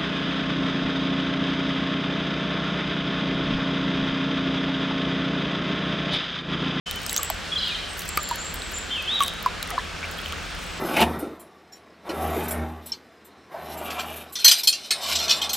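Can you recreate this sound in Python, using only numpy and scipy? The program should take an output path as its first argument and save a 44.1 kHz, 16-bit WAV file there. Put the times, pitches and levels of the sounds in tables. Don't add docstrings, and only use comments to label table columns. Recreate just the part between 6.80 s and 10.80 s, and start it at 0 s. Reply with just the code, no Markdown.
import sys
import numpy as np
from scipy import signal
from scipy.io import wavfile

SR = 44100
rng = np.random.default_rng(int(sys.argv[2]) if len(sys.argv) > 2 else 0)


def waveform_to_disk(signal):
    frames = np.transpose(np.atleast_2d(signal))
    scaled = np.clip(frames, -1, 1) * 32767
    samples = np.round(scaled).astype(np.int16)
    wavfile.write(sys.argv[1], SR, samples)


N = 176400
T = np.arange(N) / SR


def from_db(db):
    return 10 ** (np.asarray(db) / 20)


def rms_one(x):
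    return x / np.sqrt(np.mean(x ** 2) + 1e-20)


def at_hz(points, hz):
    freqs, values = np.transpose(points)
    return np.interp(np.log(hz), np.log(freqs), values)


def decay(t, t60):
    return np.exp(-np.log(1000) * t / t60)


def butter(x, order, hz, kind):
    return signal.sosfilt(signal.butter(order, hz, kind, fs=SR, output="sos"), x)


def drift(rate_hz):
    step, warm_up = 40, 2000
    pole = np.exp(-2 * np.pi * rate_hz * step / SR)
    noise = rng.standard_normal(N // step + warm_up + 2)
    slow = signal.lfilter([1], [1, -2 * pole, pole * pole], noise)[warm_up:]
    return np.interp(np.arange(N) / step, np.arange(len(slow)), rms_one(slow))


def add(out, start_s, sound):
    i = max(int(start_s * SR), 0)
    out[i:i + len(sound)] += sound[:max(N - i, 0)]


# frequency in Hz, relative spectral level in dB.
HUSH_COLOUR = [(25, -11), (64, 0), (84, -2.5), (120, -10), (166, -6.5), (212, -7), (354, -9.5), (531, -8),
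               (1020, -11.5), (1400, -5.5), (2050, -10.5), (3160, -9), (5000, -16), (7920, -23.5),
               (10700, -35), (16000, -40)]
# time in seconds, treble gain in dB.
HUSH_TREBLE = [(0, -0.5), (1.4, -1), (2.6, -2), (4, -2)]
# frequency in Hz, left-right likeness from 0 (wide) to 1 (mono).
HUSH_LIKENESS = [(30, 0.97), (90, 0.33), (180, 0.66), (350, 0.16), (700, 0.49), (1400, 0.77), (3000, 0.84),
                 (12000, 0.68)]
HUSH_DB, HUSH_FLICKER_DB, TREBLE_HZ = -34, 0.83, 2510

def hush():
    out, edges = 0, 22 * 2 ** (np.arange(30) / 3)
    white = rng.standard_normal((2, 2, N))
    treble_db = np.interp(T, *np.transpose(HUSH_TREBLE))
    for k, (low, high) in enumerate(zip(edges, edges[1:])):
        mid, side = butter(white[k % 2], 2, [low, high], "band")
        hz = np.sqrt(low * high)
        alike = at_hz(HUSH_LIKENESS, hz)
        db = at_hz(HUSH_COLOUR, hz) + HUSH_FLICKER_DB * drift(5.8) + treble_db * (hz > TREBLE_HZ)
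        band = np.sqrt(1 + alike) * mid + np.sqrt(1 - alike) * side * [[1], [-1]]
        out = out + from_db(db) * band
    return from_db(HUSH_DB) * rms_one(out)


# pitch in Hz, centre rms level in dB.
HUM_TONES = [(43, -49), (80, -50), (170, -54)]

def hum(swing_db=4.5, waver_hz=2.07):
    out = np.zeros(N)
    for hz, db in HUM_TONES:
        gain = np.sqrt(2) * from_db(db + swing_db * drift(11))
        phase = 2 * np.pi * np.cumsum(hz + waver_hz * drift(5.7)) / SR
        out += gain * np.sin(phase)
    return out


def tree_echoes(x, t60, build_s, echoes_per_s=1500, side_db=-13.5):
    t = T[:SR]
    echoes = rng.standard_normal((2, SR)) * (rng.random(SR) < echoes_per_s / SR)
    echoes *= decay(t, t60) * (1 - np.exp(-(t / build_s) ** 2))
    mid, side = echoes / np.sqrt(np.sum(echoes ** 2, axis=1, keepdims=True))
    return np.array([signal.fftconvolve(x, mid + sign * from_db(side_db) * side)[:N] for sign in (1, -1)])


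def sing(notes, waver, fade_s, flutter_db=1.5):
    out, unsteady = np.zeros(N), 1 + waver * drift(139)
    for start, length, first, middle, last, db in notes:
        t = T[:int(length * SR)]
        bend = np.polyfit([0, .5, 1], [first, middle, last], 2)
        hz = np.polyval(bend, t / length) * np.interp(start + t, T, unsteady)
        swell = np.sin(np.pi / 2 * np.clip(np.minimum(t, length - t) / fade_s, 0, 1))
        add(out, start, from_db(db) * swell * np.sin(2 * np.pi * np.cumsum(hz) / SR))
    return out * from_db(flutter_db * drift(50))


# start and length in seconds, first, middle and last pitch in Hz,
# level in dB.
THIN_CALLS = [(.22, 0.12, 8240, 8080, 7900, -39), (.28, 0.12, 7640, 7540, 7530, -36.5),
              (.408, 0.053, 7720, 7760, 7350, -32.5), (1.08, 0.065, 8240, 8150, 8030, -42),
              (1.275, 0.035, 7520, 7460, 7350, -33), (1.31, .07, 7920, 7650, 7650, -42.5),
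              (1.398, 0.064, 7370, 7370, 7360, -31), (1.578, 0.023, 7540, 7100, 7450, -27.5),
              (1.597, 0.05, 7500, 7550, 7070, -35.5), (1.635, 0.049, 7600, 7600, 7900, -37.5),
              (1.735, .05, 7800, 8200, 7800, -43), (1.785, 0.025, 8300, 7650, 7450, -37),
              (1.815, 0.04, 8150, 7930, 7100, -38), (1.932, 0.029, 7410, 7200, 7650, -26.5),
              (1.96, 0.027, 8060, 7600, 7050, -32), (3.56, 0.16, 7200, 8250, 8270, -54),
              (3.755, 0.24, 8100, 7830, 7650, -51.5)]

def thin_caller(direct_db=-3.5, echo_db=-1.5):
    calls = sing(THIN_CALLS, waver=.016, fade_s=.013)
    return from_db(direct_db) * calls + from_db(echo_db) * tree_echoes(calls, t60=0.46, build_s=0.008)


# start and length in seconds, first, middle and last pitch in Hz,
# level in dB.
SONG_WHISTLES = [(.02, 0.082, 3068, 3060, 2985, -31.5), (.717, 0.027, 3500, 3270, 3520, -23),
                 (.755, 0.024, 3700, 3220, 3330, -22.5), (.777, 0.02, 4000, 4090, 4010, -23.5),
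                 (.795, 0.026, 3280, 2980, 2950, -30), (.82, 0.016, 3830, 3990, 3880, -27),
                 (.826, .014, 3050, 3350, 3130, -25), (.84, .021, 3020, 2950, 2950, -30),
                 (.869, .014, 3620, 3200, 2950, -24.5), (.882, 0.025, 2900, 2870, 2890, -30),
                 (.906, 0.031, 2680, 2440, 2520, -31), (.942, 0.02, 3280, 3140, 3170, -30.5),
                 (1.03, 0.02, 3050, 3000, 3170, -33), (2.103, 0.072, 3080, 3130, 2740, -27.5),
                 (2.108, 0.064, 3590, 3420, 3080, -31), (2.174, 0.04, 2680, 2610, 2520, -29),
                 (2.274, .122, 2950, 3825, 3560, -22.5), (2.392, 0.05, 3560, 3290, 3000, -29)]
FAR_BIRD_BUZZES = [(.781, 0.031, 4700, 4820, 4350, -31), (.8, .1, 4100, 3804, 3826, -32),
                   (1.43, 0.083, 4200, 4170, 4530, -37)]

def songbird(whistle_echo_db=-3.5, buzz_direct_db=-4):
    whistles = sing(SONG_WHISTLES, waver=.005, fade_s=0.0054)
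    buzzes = sing(FAR_BIRD_BUZZES, waver=0.0735, fade_s=0.0078)
    echoes = tree_echoes(from_db(whistle_echo_db) * whistles + buzzes, t60=.7, build_s=0.025)
    return whistles + from_db(buzz_direct_db) * buzzes + echoes


def crack(low_hz, body_db, spike_db=-4):
    t = T[:SR // 30]
    envelope = decay(t, t60=0.011) + from_db(spike_db) * decay(t, t60=0.00063)
    burst = envelope * rng.standard_normal(len(t))
    bright = butter(burst, 2, low_hz, "high")
    body = butter(burst, 2, [1200, 6000], "band")
    return bright - from_db(body_db) * body


# start in seconds, level in dB, low cut in Hz.
LEAF_SNAPS = [(.1112, -23.5, 12000), (0.159, -22, 11000), (.308, -24, 9000), (0.88, -28, 12000),
              (1.183, -28, 10000), (1.373, -11, 11200), (1.558, -24, 7000), (1.742, -16.5, 12800),
              (1.9198, -24, 13100), (1.986, -29, 8000), (2.2248, -28, 9500), (2.627, -20.5, 13200)]
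# time in seconds, lift in dB of both density and strength.
LEAF_BURSTS = [(.1, -0.5), (.45, 10), (.6, -10), (1.08, -5), (1.2, 11.5), (1.3, 2.5), (1.9, 0.5),
               (2.15, -6.5), (2.45, 7.5), (2.72, -16), (2.9, 5), (3.1, -12.5), (3.3, 5.5), (3.55, 3.5),
               (3.7, 1), (3.95, 3.5)]
LEAF_RING_HZ = (4500, 12000)
LEAF_CUTS_HZ = (10000, 12500, 14000)
RING_T60_S = 0.0084

def leaf_rustle(base_per_s=50, faint_db=-48, spread_db=5, body_db=-14, ring_db=-2):
    out, t = np.zeros(N), T[:SR // 30]
    stir = from_db(np.interp(T, *np.transpose(LEAF_BURSTS)))
    for start, db, low_hz in LEAF_SNAPS:
        add(out, start, from_db(db) * crack(low_hz, body_db))
    for i in np.flatnonzero(rng.random(N) < stir * base_per_s / SR):
        size = stir[i] * from_db(faint_db + spread_db * min(rng.exponential(), 3))
        ring = np.sin(2 * np.pi * rng.uniform(*LEAF_RING_HZ) * t) * decay(t, RING_T60_S)
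        snap = crack(rng.choice(LEAF_CUTS_HZ), body_db)
        add(out, T[i], size * (snap + from_db(ring_db) * ring))
    return out


# start in seconds, ring pitch in Hz, ring level in dB, crack level in dB.
TICKS = [(0.1112, 3800, -18, -21), (0.2641, 5100, -17, -21.5), (.295, 3920, -15, -22.5),
         (0.2964, 6840, -18, -32), (0.323, 2040, -21, -35), (0.3294, 10900, -18, -19.5),
         (.364, 3100, -18, -18), (0.3639, 6070, -14.5, -16), (.344, 5900, -17, -38),
         (0.3725, 3630, -17.5, -25), (0.3735, 6400, -14, -39), (0.3787, 6660, -6.5, -39),
         (0.43, 7730, -15, -28), (0.432, 12200, -16, -17.5), (.501, 3060, -19.5, -23),
         (0.501, 12070, -13.5, -30), (1.219, 4370, -21.5, -34), (1.2903, 8300, -17.5, -24),
         (1.3741, 2230, -8.5, -27), (1.375, 4430, -15.5, -18.5), (1.3743, 560, -17.5, -40),
         (1.4318, 11800, -22.5, -26), (1.4897, 9900, -28, -23), (1.511, 4000, -22, -29),
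         (1.82, 3900, -18.5, -38), (2.4053, 3260, -10, -25), (2.417, 6050, -23, -30),
         (2.424, 2800, -14, -23), (2.435, 8270, -11, -21), (2.446, 10300, -30, -33),
         (2.479, 11100, -19, -33), (2.4817, 3650, -12.5, -26), (2.661, 4860, -19.5, -30),
         (2.828, 3900, -14.5, -20), (2.875, 8800, -29, -36), (2.9042, 9150, -25, -23),
         (2.987, 4100, -22, -45), (3.46, 3070, -15.5, -39), (3.524, 3140, -18.5, -32)]

def ticks(attack_s=0.0001, crack_trim_db=-0.5):
    out, t = np.zeros(N), T[:SR // 30]
    envelope = (1 - np.exp(-t / attack_s)) * decay(t, RING_T60_S)
    for start, hz, ring_db, crack_db in TICKS:
        add(out, start, from_db(ring_db) * np.sin(2 * np.pi * hz * t) * envelope)
        add(out, start, from_db(crack_db + crack_trim_db) * crack(low_hz=7000, body_db=0))
    return out


# start and length in seconds, first, middle and last
# pitch in Hz, level in dB.
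MAGPIE_SQUEAKS = [(.39, 0.011, 1210, 1220, 1260, -27), (.432, 0.01, 1200, 1190, 1150, -28),
                  (1.326, 0.012, 1960, 2190, 2700, -30), (2.875, 0.017, 1950, 2060, 2200, -30.5),
                  (2.903, 0.023, 1480, 1930, 2180, -31.5), (2.897, 0.021, 1170, 1206, 1250, -28),
                  (2.914, 0.049, 879, 694, 734, -31), (2.978, 0.021, 1540, 1690, 2140, -30.5),
                  (3.228, 0.0274, 2300, 2470, 2770, -27), (3.226, 0.01, 1530, 1530, 1450, -29.5),
                  (3.386, 0.012, 3200, 3130, 3370, -26.5), (3.522, 0.018, 940, 1214, 1520, -28)]

def magpie_squeaks():
    return sing(MAGPIE_SQUEAKS, waver=.04, fade_s=.003) * (.65 + .55 * drift(260))


# start in seconds, level in dB, first and settled pitch in Hz,
# rough ring time in seconds.
MAGPIE_POPS = [(0.5002, -16.5, 1460, 615, 0.03), (1.375, -12.5, 1310, 1205, 0.033),
               (1.387, -24, 1220, 1200, 0.066), (1.5115, -17, 1016, 939, 0.057),
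               (2.4055, -11.5, 1230, 1096, 0.083), (2.6609, -7.5, 1130, 1000, 0.033),
               (2.9794, -10, 1190, 1015, 0.023)]
POP_CHOKE = 1.34
POP_SETTLE_SHARE = 0.075

def magpie_pops(attack_s=0.00055, overtone_db=-25):
    out, t = np.zeros(N), T[:SR // 8]
    for start, db, first, settled, ring_s in MAGPIE_POPS:
        hz = settled + (first - settled) * np.exp(-t / (POP_SETTLE_SHARE * ring_s))
        phase = 2 * np.pi * np.cumsum(hz) / SR
        tone = np.sin(phase) + from_db(overtone_db) * np.sin(2 * phase)
        envelope = (1 - np.exp(-t / attack_s)) * decay((t / ring_s) ** POP_CHOKE, 0.94)
        add(out, start, from_db(db) * tone * envelope)
    return out


def scene(reflection_db=-13):
    background = hush() + hum() + thin_caller() + songbird()
    near = leaf_rustle() + ticks() + magpie_squeaks() + magpie_pops()
    reflection = butter(tree_echoes(near, t60=0.078, build_s=0.0033), 1, 6000, "low")
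    return background + near + from_db(reflection_db) * reflection


def record(dry, silence_s=0.0581, fade_s=0.0087, cutoff_hz=16000):
    opened = dry * np.clip((T - silence_s) / fade_s, 0, 1)
    return signal.sosfilt(signal.ellip(10, .2, 70, cutoff_hz, fs=SR, output="sos"), opened)


dry = scene()
out = record(dry)
waveform_to_disk(out)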